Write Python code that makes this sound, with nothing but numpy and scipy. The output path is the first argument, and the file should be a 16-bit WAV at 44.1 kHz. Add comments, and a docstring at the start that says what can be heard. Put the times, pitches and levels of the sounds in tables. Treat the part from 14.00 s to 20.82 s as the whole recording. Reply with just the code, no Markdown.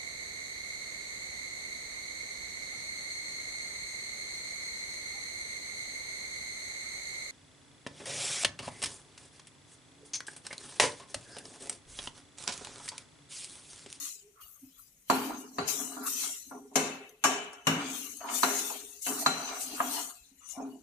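"""Sauce sizzles, then a steel ladle knocks and scrapes as it stirs pasta in a steel frying pan.
Steam bubbles burst wherever the hot bottom is laid bare. Each knock rings the pan and echoes off hard
kitchen walls; dragging makes it rasp, hum and squeal. Wet food ticks and a gas burner rushes faintly.
Two microphone openings hear it all, the left one brighter, through a noise suppressor."""
import sys
import numpy as np
from scipy import signal
from scipy.io import wavfile
from scipy.ndimage import uniform_filter1d

SR = 44100
rng = np.random.default_rng(int(sys.argv[2]) if len(sys.argv) > 2 else 0)


def file_out(sig):
    """Save sig as 16-bit WAV at sys.argv[1]."""
    # one column per channel
    cols = np.atleast_2d(sig).T
    # limit, then scale
    lim = np.clip(cols, -1, 1)
    pcm = np.round(lim * 32767).astype(np.int16)
    wavfile.write(sys.argv[1], SR, pcm)


N = 300762


def amp(db):
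    return 10 ** (np.asarray(db) / 20)


def rms_one(x):
    return x / np.sqrt(np.mean(x ** 2) + 1e-20)


def at_hz(curve, hz):
    """Read between the rows of a table of pitch and value."""
    pitches, values = np.transpose(curve)
    return np.interp(np.log(hz), np.log(pitches), values)


def drift(rate_hz):
    """A smooth random wander, about 1 in size."""
    r = np.exp(-80 * np.pi * rate_hz / SR)
    slow = signal.lfilter([1], [1, -2 * r, r * r], rng.standard_normal(N // 40 + 2002))[2000:]
    return np.interp(np.arange(N) / 40, np.arange(len(slow)), rms_one(slow))


def grains(per_s, spread_db):
    """Four streams of random clicks of uneven size."""
    sizes = amp(spread_db * np.minimum(rng.exponential(1, (2, 2, N)), 5))
    clicks = sizes * rng.standard_normal((2, 2, N))
    return rms_one(clicks * (rng.random((2, 2, N)) < per_s / SR) + 1e-9)


def resonate(x, hz, width_hz):
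    """Let a sound ring around one pitch."""
    r = np.exp(-np.pi * width_hz / SR)
    feedback = [1, -2 * r * np.cos(2 * np.pi * hz / SR), r * r]
    return signal.lfilter(np.array([1, 0, -1]) * (1 - r * r) / 2, feedback, x)


def swells(peak_s, rise_s, fall_s, peak_db, *colours):
    """Add swells into one level in dB and blend their colours. Rise and fall times cover 20 dB."""
    t = np.arange(0, N / SR + .002, .001)
    since = t - peak_s[:, None]
    span = np.where(since < 0, -np.maximum(rise_s, .003)[:, None], np.maximum(fall_s, .05)[:, None])
    power = amp(np.maximum(peak_db[:, None] - 20 * since / span, -130)) ** 2
    total = power.sum(axis=0)
    curves = [10 * np.log10(total)] + [colour @ power / total for colour in colours]
    return [np.interp(np.arange(N) / SR, t, curve) for curve in curves]


# Each row: pitch in Hz, how alike left and right are (1 is the same, 0 or less is unrelated).
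LIKENESS = [(60, 0.91), (180, 1), (550, 0.75), (1650, 0.0095), (4970, -1.35), (15000, -0.67)]
# Each row: pitch in Hz, how much louder the left side is in dB.
LEFT_BOOST = [(60, -1), (130, 0), (290, 1.5), (640, -0.5), (1410, 0), (2500, 2.5), (4800, 10), (8000, 5.5),
              (12000, 10.5), (15000, 16)]
def stereo(mid, side, hz):
    """The two openings hear lows alike; highs differ and are stronger on the left."""
    alike = np.clip(at_hz(LIKENESS, hz), 0, 1)
    both = np.sqrt(1 + alike) * mid + np.sqrt(1 - alike) * side * np.array([[1], [-1]])
    return both * amp(at_hz(LEFT_BOOST, hz) * np.array([[.5], [-.5]]))


BAND_EDGES_HZ = 22 * 2 ** np.arange(0, 9.7, .4)
def banded(source, gain, low_hz, high_hz):
    """Split a sound into stereo bands, each with its own gain(hz)."""
    out = np.zeros((2, N))
    for k, (low, high) in enumerate(zip(BAND_EDGES_HZ, BAND_EDGES_HZ[1:])):
        hz = np.sqrt(low * high)
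        if low_hz < hz < high_hz:
            band = signal.butter(2, [low, high], "band", fs=SR, output="sos")
            mid, side = signal.sosfilt(band, source[k % 2])
            out += gain(hz) * stereo(mid, side, hz)
    return out


# The tone of the flame. Each row: pitch in Hz, strength in dB.
BURNER_TONE = [(15, -35), (25, -1), (38, 2.5), (65, 1.5), (249, -5), (503, -13.5), (1190, -20), (1790, -11),
               (4250, -14), (5000, -79.5), (6380, -14), (13200, -13.5), (16000, -43.5)]
def burner(level_db=-57.5):
    """The faint, patchy rush of flame and kitchen."""
    noise = rng.standard_normal((2, 2, N))
    rush = banded(noise, lambda hz: amp(at_hz(BURNER_TONE, hz) + 3.6 * drift(7.3)), 20, 17000)
    return amp(level_db) * rms_one(rush)


# Each row: start in seconds, level in dB, pitch in Hz.
WET_TICKS = [(0.41, -57, 6460), (0.79, -63.5, 6354), (3.093, -46, 6240), (3.094, -57.5, 3220),
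             (3.113, -60, 6080), (3.531, -51, 6626), (3.53, -49.5, 9420), (4.17, -40.5, 10500),
             (6.489, -43, 6450), (6.67, -57.5, 9700)]
def wet_ticks(ring_s=0.045, snap_db=8.5):
    """Pasta and sauce tick: a short ring on top of a snap of noise."""
    out, t = np.zeros((2, N + SR)), np.arange(SR // 10) / SR
    fade = amp(-60 * t / ring_s)
    for start_s, db, hz in WET_TICKS:
        snap = amp(snap_db) * resonate(rng.standard_normal((2, len(t))), 8500, 3500) * fade ** 2
        ring = fade * np.sin(2 * np.pi * hz * t)
        i = round(start_s * SR)
        out[:, i:i + len(t)] += amp(db) * stereo(ring + snap[0], snap[1], hz)
    return out[:, :N]


# Each row: peak time, rise and fall in seconds, level in dB, pitch in Hz, glide in Hz per second.
SQUEALS = [(1.39, 0.27, 0, -51.5, 6430, -300), (1.991, 0.7, -0.2, -58, 6170, 50),
           (2.131, -0.33, 0.4, -43.5, 5960, 49), (3.92, 0.5, 2, -51, 6370, 300.5),
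           (5.472, 0.3, 0.33, -46, 6090, 599), (6.128, 1.5, -0.3, -56, 6880, 1998)]
def squeals(width_hz=72):
    """The ladle's rim slides on steel with a thin, wavering tone that glides."""
    out, t = np.zeros((2, N)), np.arange(N) / SR
    noise = rng.standard_normal((2, 2, N))
    wobble = rms_one(signal.lfilter([1], [1, -np.exp(-np.pi * width_hz / SR)], noise))
    for peak_s, rise_s, fall_s, db, hz, glide in SQUEALS:
        rise_s, fall_s = max(rise_s, .02), max(fall_s, .02)
        near = slice(max(round((peak_s - 3 * rise_s) * SR), 0), round((peak_s + 3 * fall_s) * SR))
        since = t[near] - peak_s
        phase = 2 * np.pi * (hz * since + glide * since ** 2 / 2)
        mid, side = wobble[0, :, near] * np.cos(phase) + wobble[1, :, near] * np.sin(phase)
        loudness = amp(db - 20 * since / np.where(since < 0, -rise_s, fall_s))
        out[:, near] += loudness * stereo(mid, side, hz)
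    return out


# Two low notes of the pan. Each row: pitch in Hz, width in Hz.
HUM_NOTES = [(266, 42.4), (412, 32.5)]
def pan_hum(lag_s=0.042, blow_rise_s=0.022):
    """Strokes and blows shake the whole pan on its stand, and it hums fairly evenly."""
    blow_s, *_, blow_lower_db, blow_upper_db, blow_fall_s = np.transpose(BLOWS)
    stroke_s, rise_s, fall_s, _, _, lower_db, upper_db = np.transpose(STROKES)
    timing = (np.append(stroke_s, blow_s + lag_s),
              np.append(rise_s, np.full(len(BLOWS), blow_rise_s)),
              np.append(fall_s, blow_fall_s))
    peaks_db = np.append(lower_db, blow_lower_db), np.append(upper_db, blow_upper_db)
    shake, out = rng.standard_normal((2, N)), np.zeros((2, N))
    for (hz, width_hz), peak_db in zip(HUM_NOTES, peaks_db):
        level_db, = swells(*timing, peak_db)
        tone = rms_one(resonate(resonate(shake, hz, width_hz), hz, width_hz))
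        swing = np.sqrt(uniform_filter1d(tone ** 2, size=600) + 0.054)
        out += amp(level_db) * stereo(*rms_one(tone / swing ** 0.28), hz)   # evens out the tone
    return out / 2


# The tone of the scrape. Each row: pitch in Hz, strength in dB.
DRAG_TONE = [(260, -43), (450, -14), (583, -1.5), (680, 0.5), (1000, 4), (1330, 8.5), (1480, -2),
             (1550, -39.5), (2400, -34.5), (3120, -45), (5280, -120)]
# Each row: peak time, rise and fall in seconds, then level, hollowness, lower hum and upper hum in dB.
STROKES = [(0.01, 4, 0.19, -52.5, -12, -53, -65.5), (0.28, 0.32, 0.27, -82, -12, -89, -56.5),
           (0.409, 0.1, 0.5, -61, -9, -95, -81), (0.636, 0.02, -0.11, -66.5, -2, -45.5, -79),
           (0.788, 0.1, 0.4, -71.5, -20, -97, -100), (1.305, 0.11, 0.14, -40.5, -5, -33.5, -48),
           (1.449, 0.06, -0.04, -51.5, -10.5, -57.5, -43.5), (1.7, 0.35, -0.04, -56.5, -0.5, -46, -54),
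           (1.828, 0.14, 0.2, -43, -6, -40.5, -58), (1.92, 0.06, 0.35, -46.5, -11.5, -44.5, -51.5),
           (1.971, -0.03, 0.16, -44, -7, -40.5, -59), (2.05, 0.08, 0.39, -48.5, -13, -47.5, -53),
           (2.245, 0.12, 0.16, -48.5, -4, -55, -61.5), (2.468, -0.6, -0.05, -75.5, 4.5, -48.5, -80),
           (2.512, .004, 0.1, -47.5, 3.5, -54.5, -63), (2.654, -0.3, 0.18, -74.5, 14, -73, -52),
           (2.717, -0.23, -0.5, -54, 5, -58, -51.5), (3.796, -0.35, 0.3, -39.5, -8.5, -47.5, -57.5),
           (4.211, -0.05, 0.57, -41.5, -7, -66, -65.5), (4.244, -0.5, 0.17, -44, -3, -53.5, -57.5),
           (4.298, 0.09, 0.19, -37.5, -9.5, -45.5, -55), (4.5, -0.65, 0.16, -46.5, -5, -57, -39),
           (4.599, -0.96, 0.24, -60.5, -11.5, -54, -45), (4.704, -0.32, 0.09, -44, 3.5, -61, -49),
           (4.837, -0.3, -0.16, -60, -4, -51, -50), (5.065, 0, 0.28, -36, -5.5, -51.5, -63.5),
           (5.2, -0.12, 0.3, -47.5, 1.5, -45, -56), (5.4, 0.2, 0.42, -38, -6, -53.5, -53),
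           (5.519, 0.21, 0.16, -37.5, -6, -52, -48.5), (5.742, 0.12, -0.01, -46.5, 0, -39.5, -50),
           (5.806, 0.08, 0.11, -39.5, -12.5, -44, -70), (6.006, 0.26, 0.0934, -41, -6.5, -44.5, -52),
           (6.11, 1.05, -0.1, -50, -10, -61, -60), (6.351, 0.4, 0.3, -80, 2, -60.5, -101),
           (6.41, -0.1, 0.6, -60, -15, -69.5, -100), (6.569, 0.1, 0.3, -56.5, 9, -67, -73.5),
           (6.599, -0.0054, 0.21, -48, 3, -44, -49)]
def ladle_drag():
    """The ladle's rim stutters over the steel: dense clicks that also ring the pan's middle notes."""
    level_db, hollow_db = swells(*np.transpose(STROKES)[:5])
    clicks = grains(per_s=1500, spread_db=1.3) * amp(1.2 * drift(30))

    def tilt_db(hz):
        # food between ladle and steel makes the sound hollow
        return (hollow_db + 7.5) * (1 if hz < 950 else -.7)
    direct = banded(clicks, lambda hz: amp(at_hz(DRAG_TONE, hz) + tilt_db(hz) + 4.4 * drift(8.1)),
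                    420, 2600)
    rung = sum(amp(db + tilt_db(hz) + 1.2 * drift(24)) * stereo(*resonate(clicks[k % 2], hz, 76), hz)
               for k, (hz, db, *_) in enumerate(PAN_NOTES[3:10]))
    return amp(level_db) * rms_one(rms_one(direct) + amp(-6.5) * rms_one(rung))


def wet_patches(x, low_db, high_db):
    """Wet patches make narrow ranges of pitch swell and sink for about a tenth of a second."""
    hz, _, cells = signal.stft(x, SR, nperseg=512, noverlap=384)
    patches = uniform_filter1d(rng.standard_normal(cells.shape[1:]), size=3, axis=0)
    patches = rms_one(uniform_filter1d(patches, size=35, axis=1))
    depth_db = np.where(hz < 5300, low_db, high_db)[:, None]
    return signal.istft(cells * amp(depth_db * patches), nperseg=512, noverlap=384)[1][:, :N]


# The tone of the bubbles. Each row: pitch in Hz, strength in dB.
SIZZLE_TONE = [(1060, -82), (1800, -26), (2220, -11), (2550, -14.5), (3060, -4.5), (3400, -11.5),
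               (3900, -7.5), (5200, -12), (6500, -3), (8000, -2.5), (10500, -12), (13000, -13),
               (14300, -14), (16000, -32)]
# Sauce flares up on bared steel. Each row: peak time, rise and fall in seconds,
# then level, low crackle, fine spray, steel ring and lean to the left in dB.
FLARES = [(0.06, 10, 0.206, -35, -9, -5.5, 3.5, -2), (0.413, -0.04, 0.55, -47, -7.5, 3, 5, -2),
          (0.6, 1.5, 2, -56, -10.5, -2.5, 1.5, -1), (0.795, 0.27, 0.3, -50.5, -4.5, -3.5, -2, 0),
          (1.15, 0.0947, 0.52, -42, 5, 2.5, 0.5, -3.5), (1.29, 0.32, 0, -46, -1.5, -0.5, 0, -1),
          (1.41, 0.1, 0, -45.5, -13.5, 0.5, 6, 7), (1.6, -0.15, 0.6, -45.5, 12.5, -24, 18, -13),
          (1.68, -0.0173, 0.39, -29, -9.5, -4, 4, 3.5), (1.745, 0, 0.6, -41, -16, -5.5, 6, -9),
          (1.83, 0.23, 0.21, -40.5, -21, -9, 2, 10), (1.89, 1.14, -2, -40.5, -12.5, -6, 6.5, -5),
          (2.0, 1.2, 3.5, -52, -16, -20.5, 11.5, -6), (2.035, -0.16, 0.39, -41.5, -12.5, 10.5, 1, -4),
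          (2.066, -0.13, 0.5, -31.5, -10, -1.5, -2.5, -3), (2.22, 0.16, 0.2161, -29.5, -8.5, -8.5, 3, -2),
          (2.36, 1, -0.13, -44, 0, -10.5, 4, -13), (3.8, -0.6, 0.63, -44.5, 5.5, -19.5, 5, -3.5),
          (3.96, 0.27, .5, -37.5, -8.5, -2.5, 1, 2), (4.27, -0.2, 0.5, -46, -1.5, -15.5, 11.5, 0),
          (4.346, 0.07, 0.65, -30.5, -11, -5.5, -6, 2.5), (4.599, 0.23, 0.09, -30, -4.5, -6, 2.5, -4.5),
          (4.681, 0.26, 0.41, -38.5, -3, -3.5, 2.5, -2.5), (5.02, 0, 1, -39.5, -15.5, -4, 1, 0),
          (5.068, 0.05, 0.17, -30.5, -13, -3.5, -2.5, -1.5), (5.22, 0.14, 0.03, -31.5, -8.5, -1.5, 1, -7.5),
          (5.274, 0.2, 0.34, -42.5, 3, -8, 2, -18), (5.48, 0.27, 0.28, -39, 4.5, -4, 13.5, -2),
          (5.621, 0.07, 0.08, -31.5, -10.5, -3, -0.5, -2), (5.82, 0.77, 0.53, -40.5, -1.5, -4, -8.5, -3),
          (5.93, 0.08, 0.23, -36, -14, -2.5, -2, -1), (5.971, 0.36, 0.23, -33.5, -8, -5, 2, -1),
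          (6.519, 0.14, 0.11, -40, -13, -10.5, 10.5, 10.5), (6.671, 0.9, 1, -51.5, -7, -15, 8, -1)]
def sizzle(fastest_rise_s=.012, clump_db=.5):
    """Thousands of steam bubbles burst each second and ring the steel; bigger ones crackle lower."""
    peak_s, rise_s, *rest = np.transpose(FLARES)
    rise_s = np.maximum(rise_s, fastest_rise_s)
    level_db, crackle_db, spray_db, steel_db, left_db = swells(peak_s, rise_s, *rest)
    clumps, bursts = drift(40), grains(per_s=12000, spread_db=0.9)

    def gain(hz, patchy_db):
        # the mix of bubble sizes shifts the low and high ends
        shift_db = (hz < 5200) * (crackle_db + 6.5) + (hz > 9500) * (spray_db + 7)
        return amp(at_hz(SIZZLE_TONE, hz) + shift_db + clump_db * clumps + patchy_db * drift(18))
    fizz = banded(bursts, lambda hz: gain(hz, patchy_db=1.45), 1600, 17000)
    steel = sum(gain(hz, patchy_db=3.5) * stereo(*resonate(bursts[k % 2, :, ::-1], hz, 38), hz)
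                for k, hz in enumerate(PAN_HZ[10:16:2] + PAN_HZ[17:20:2] + PAN_HZ[20::2]))
    both = (fizz + amp(steel_db) * steel) / np.sqrt(1 + 0.25 * amp(steel_db) ** 2)
    loudness = amp(level_db + left_db * np.array([[.5], [-.5]]))
    return loudness * rms_one(wet_patches(both, low_db=4.5, high_db=2.5))


def blow_colour(hz, tone_db):
    """A flat blow thuds and booms, an edge blow bites and clinks."""
    thud, boom, bite, clink = tone_db
    return at_hz([(160, thud), (260, boom), (450, boom), (650, 0.034), (1500, 0.0047),
                  (2100, bite), (3200, bite), (4500, clink)], hz)


# The tone of the echo. Each row: pitch in Hz, strength in dB.
ECHO_TONE = [(35, -63), (60, -6), (256, -0.5), (354, -8), (408, -5), (566, -10), (749, -11), (862, -10),
             (1500, -15), (2900, -19.5), (5090, -22.5), (6580, -13.5), (13900, -27), (16000, -79)]
# Each row: pitch in Hz, seconds for the echo to fade by 60 dB.
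ECHO_TIMES = [(100, 0.677), (260, 0.88), (700, 0.74), (1840, 0.9), (3200, 1), (4850, 0.68), (7500, 0.73),
              (12800, 0.37)]
def kitchen_echo():
    """The walls answer each blow: the pan's notes linger, wavering, in noise that dies band by band."""
    def envelope(hz, uneven_db, rim_db=0, lasting=1):
        kicks, chance = np.zeros(N), rng.standard_normal(len(BLOWS))
        for blow, luck in zip(BLOWS, chance):
            start_s, place, db, *tone_db, echo_db = blow[:8]
            colour_db = at_hz(ECHO_TONE, hz) + 0.77 * blow_colour(hz, tone_db) + 0.85 * place * rim_db
            kicks[round(start_s * SR)] = amp(db + echo_db + 16.5 + colour_db + uneven_db * luck)
        fall = amp(-60 / (lasting * at_hz(ECHO_TIMES, hz) * SR))
        rise = np.exp(-hz / (2.5 * SR))   # lows build up later
        early = amp(-60 / (.07 * SR))   # the nearest surfaces answer briefly
        tail = signal.lfilter([1], [1, -fall], kicks) + amp(4) * signal.lfilter([1], [1, -early], kicks)
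        return signal.lfilter([1 - rise], [1, -rise], tail)
    noise = rng.standard_normal((2, 2, N))
    out = banded(noise, lambda hz: envelope(hz, uneven_db=1.73), 95, 17000)
    for k, (hz, note_db, stretch, rim_db) in enumerate(PAN_NOTES[2:]):
        tone = stereo(*resonate(noise[k % 2, :, ::-1], hz, 8 + 0.0029 * hz), hz)
        strength = amp(9.5 + 0.39 * note_db) * (hz / 1000) ** 0.37
        lasting = np.clip(0.38 + 0.27 * stretch, .3, 1.1)
        out += strength * envelope(hz, 2.8, rim_db, lasting) * tone
    return out


# The pitches at which pan and ladle ring, in Hz.
PAN_HZ = [161, 266, 412, 709, 780, 996, 1152, 1395, 1523, 1635, 2142, 2196, 2347, 2636, 2890, 2988, 3668,
          4045, 4188, 4535, 5512, 5758, 5985, 6295, 6472, 6765, 7140, 7563]
# One row per pitch. Each row: level in dB, how many times the blow's ring time it lasts,
# dB gained on a rim blow and lost on a bottom blow.
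PAN_RING = [(12, 6.4, 4), (14.5, 5.54, 1), (-8.5, 16, -5), (1, 2.5, -1.5), (0, 1.8, -0.5), (2.5, 0.87, 0.5),
            (2.5, 1.2, -2), (1, 2, -3), (-6.5, 1.2, 2), (-2.5, 1.7, 6), (-9, 1.4, 2.5), (-13, 1.4, 4.5),
            (-9, 1.6, 3.5), (-4, 2, 4), (-3, 1.5, 7.5), (-8, 1.5, 5.5), (-12.5, 1.7, 2.5), (-4, 1.3, -10),
            (-7.5, 1.6, -4.5), (-7, 1.2, -8.5), (1.5, 1.2, 9), (-10, 0.75, 2.5), (-9, 1.4, -2), (-7, 1, 4),
            (-10.5, 1.4, 0.5), (-18.5, 1.3, 5.5), (-14.5, 0.99, -1), (-11.5, 1.1, -0.5)]
PAN_NOTES = [(hz, *ring) for hz, ring in zip(PAN_HZ, PAN_RING)]
# The ladle's bowl, deadened by the hand. Each row: pitch in Hz, level in dB, seconds to fade by 60 dB.
LADLE_CLACK = [(1047, -5.5, 0.027), (1216, -5.5, 0.03), (1569, -7, 0.013), (4520, -3.5, 0.01),
               (6100, -10.5, 0.0068)]
# The first instant of contact. Each row: pitch in Hz, level in dB, seconds to fade by 60 dB.
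CONTACT_CRACK = [(780, -14.5, 0.0053), (1350, -12, 0.0049), (2570, -9, 0.0044), (5200, -13.5, .003)]
# The ladle hits the pan. Each row: start in seconds, place (below 0 toward the bottom, 1 at the rim),
# level in dB, then thud, boom, bite, clink and echo in added dB, ring time in seconds,
# clack in added dB, lower hum and upper hum in dB, seconds for the hum to fade by 20 dB.
BLOWS = [(0.409, -.3, -61, -34.5, -25, -14, -9, -26, 0.069, -11.5, -91, -81, 0.17),
         (0.633, .1, -69, -5, 7.5, -7.5, 2, -10.5, 0.29, -2.5, -55.5, -83, 0.044),
         (1.099, -0.69, -16, -23.5, -7, -3, -12.5, -11.5, 0.063, 5.5, -34.5, -62.5, 0.47),
         (1.584, -2.2, -24.5, -6, -6, 0, -19, -12, 0.043, 5, -48.5, -40.5, 0.21),
         (1.968, -.3, -34.5, -47, -16.5, -29, -52.5, -21.5, 0.16, 4, -42, -49, 0.082),
         (2.23, .1, -46, -11.5, -20, 13.5, 16, -9, 0.037, -7, -51, -53, 0.12),
         (2.511, 0.3, -35.5, -22.5, -5, -49.5, -58, -15.5, 0.089, -10, -43, -47.5, 0.22),
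         (2.716, .1, -72, -1.5, 21, 3, 6.5, -29, 0.082, 12.5, -44, -48, 0.045),
         (2.756, 0.45, -23.5, -19.5, -7.5, 0.5, -0.5, -5.5, 0.1, -6, -49, -35, 0.27),
         (3.239, 0.79, -21, -29.5, -18, 0, -8, -5.5, 0.092, 2.5, -38.5, -34, 0.2695),
         (3.253, 0.94, -22.5, -34, -14, -3.5, -4.5, -28, 0.064, 9, -81, -80, .1),
         (3.531, 0.42, -41.5, -43.5, -31, -21.5, -3, -18, 0.019, -2, -82, -62, .1),
         (3.669, 0.72, -22, -9, -8.5, 1.5, -6.5, -6.5, 0.06, 1, -34, -44, 0.43),
         (4.204, -0.099, -50, -46.5, -24, 6, -22, -7, 0.076, -5.5, -52, -53.5, 0.52),
         (4.286, -0.065, -35.5, -44.5, -21.5, 9.5, -35, -12, 0.051, -20, -39, -48.5, 0.16),
         (4.432, -0.83, -16, -31.5, -11, -1.5, -8.5, -12.5, 0.049, 10.5, -41, -46.5, 0.39),
         (4.7, .1, -44.5, -46, -4.5, -23, -11.5, -19, 0.058, 11.5, -58.5, -46.5, 0.27),
         (5.064, -0.19, -33.5, -14, -9.5, 5.5, -12, -11.5, 0.17, -20, -32.5, -40, 0.17),
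         (5.2615, -1.5, -15.5, -21, -16.5, 0.5, -9.5, -15.5, 0.058, 9.5, -41, -47, 0.26),
         (5.803, -.6, -17.5, -46.5, -18, -6.5, -43.5, -17, 0.028, 10, -34, -57, 0.13),
         (6.49, .1, -61, -16, -21, 6, 2.5, -7, 0.081, -8, -92, -83.5, 0.11),
         (6.573, .1, -38.5, -25, -2, -53, -16, -22.5, 0.23, -19, -41, -49, 0.41)]
def ladle_knocks(contact_s=0.0009):
    """Each blow rings all the pan's notes at once; the food damps and detunes them."""
    out, t = np.zeros((2, N + SR)), np.arange(SR // 2) / SR
    pan_hz, pan_db, stretch, rim_db = np.transpose(PAN_NOTES)
    short_hz, short_db, short_fade_s = np.transpose(LADLE_CLACK + CONTACT_CRACK)
    is_clack = np.arange(len(short_hz)) < len(LADLE_CLACK)
    attack = 1 - np.exp(-t / contact_s)
    chance = rng.standard_normal((len(BLOWS), 3, len(pan_hz) + len(short_hz)))
    for blow, (strength, skew, detune) in zip(BLOWS, chance):
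        start_s, place, db, *tone_db, _, ring_s, clack_db = blow[:10]
        hz = np.append(pan_hz, short_hz) * (1 + 0.0015 * detune)
        note_db = np.append(pan_db - 13.5 + place * rim_db, short_db + clack_db * is_clack)
        note_db += blow_colour(hz, tone_db) + 2 * strength
        fade = amp(-60 * t / np.append(ring_s * stretch, short_fade_s)[:, None])
        # higher notes reach left and right out of step
        lead = np.sign(skew) * np.arccos(np.clip(at_hz(LIKENESS, hz), 0, 1)) / 2
        i = round(start_s * SR)
        for side, sign in enumerate((1, -1)):
            waves = fade * np.sin(2 * np.pi * hz[:, None] * t + sign * lead[:, None])
            gains = amp(db + note_db + sign * at_hz(LEFT_BOOST, hz) / 2)
            out[side, i:i + len(t)] += attack * (gains @ waves)
    # a pan this small gives off no deep bass
    return signal.sosfilt(signal.butter(4, 110, "high", fs=SR, output="sos"), out[:, :N])


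def scene():
    """All the sounds together, in stereo."""
    stirring = sizzle() + ladle_drag() + ladle_knocks() + kitchen_echo()
    return stirring + pan_hum() + squeals() + wet_ticks() + burner()


# Each row: pitch in Hz, width in Hz, boost or cut in dB.
HOUSING = [(3373, 320, -3), (5120, 860, -3.5), (13630, 880, 5)]
def housing(x):
    """The microphone's case adds two dips and a peak to the treble."""
    for hz, width_hz, db in HOUSING:
        x = x + (amp(db) - 1) * resonate(x, hz, width_hz)
    return x


def suppress_noise(x, margin_db, depth_db):
    """Each pitch is turned down as it nears its own quiet level."""
    cells = signal.stft(x, nperseg=1024, noverlap=768)[2]
    power = np.mean(abs(cells) ** 2, axis=0)
    power = uniform_filter1d(uniform_filter1d(power, size=3, axis=0), size=5, axis=1)
    quiet = uniform_filter1d(np.percentile(power, 10, axis=1), size=9)[:, None]
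    gain = np.maximum(1 - amp(margin_db) * np.sqrt(quiet / (power + 1e-20)), amp(-depth_db))
    return signal.istft(cells * gain, nperseg=1024, noverlap=768)[1][:, :N]


def record(dry):
    """The case colours the sound, steady noise is turned down and the highest treble is cut."""
    treble_cut = signal.cheby2(14, 60, 16000, fs=SR, output="sos")
    return signal.sosfilt(treble_cut, suppress_noise(housing(dry), margin_db=2.5, depth_db=12))


dry = scene()
out = record(dry)
file_out(out)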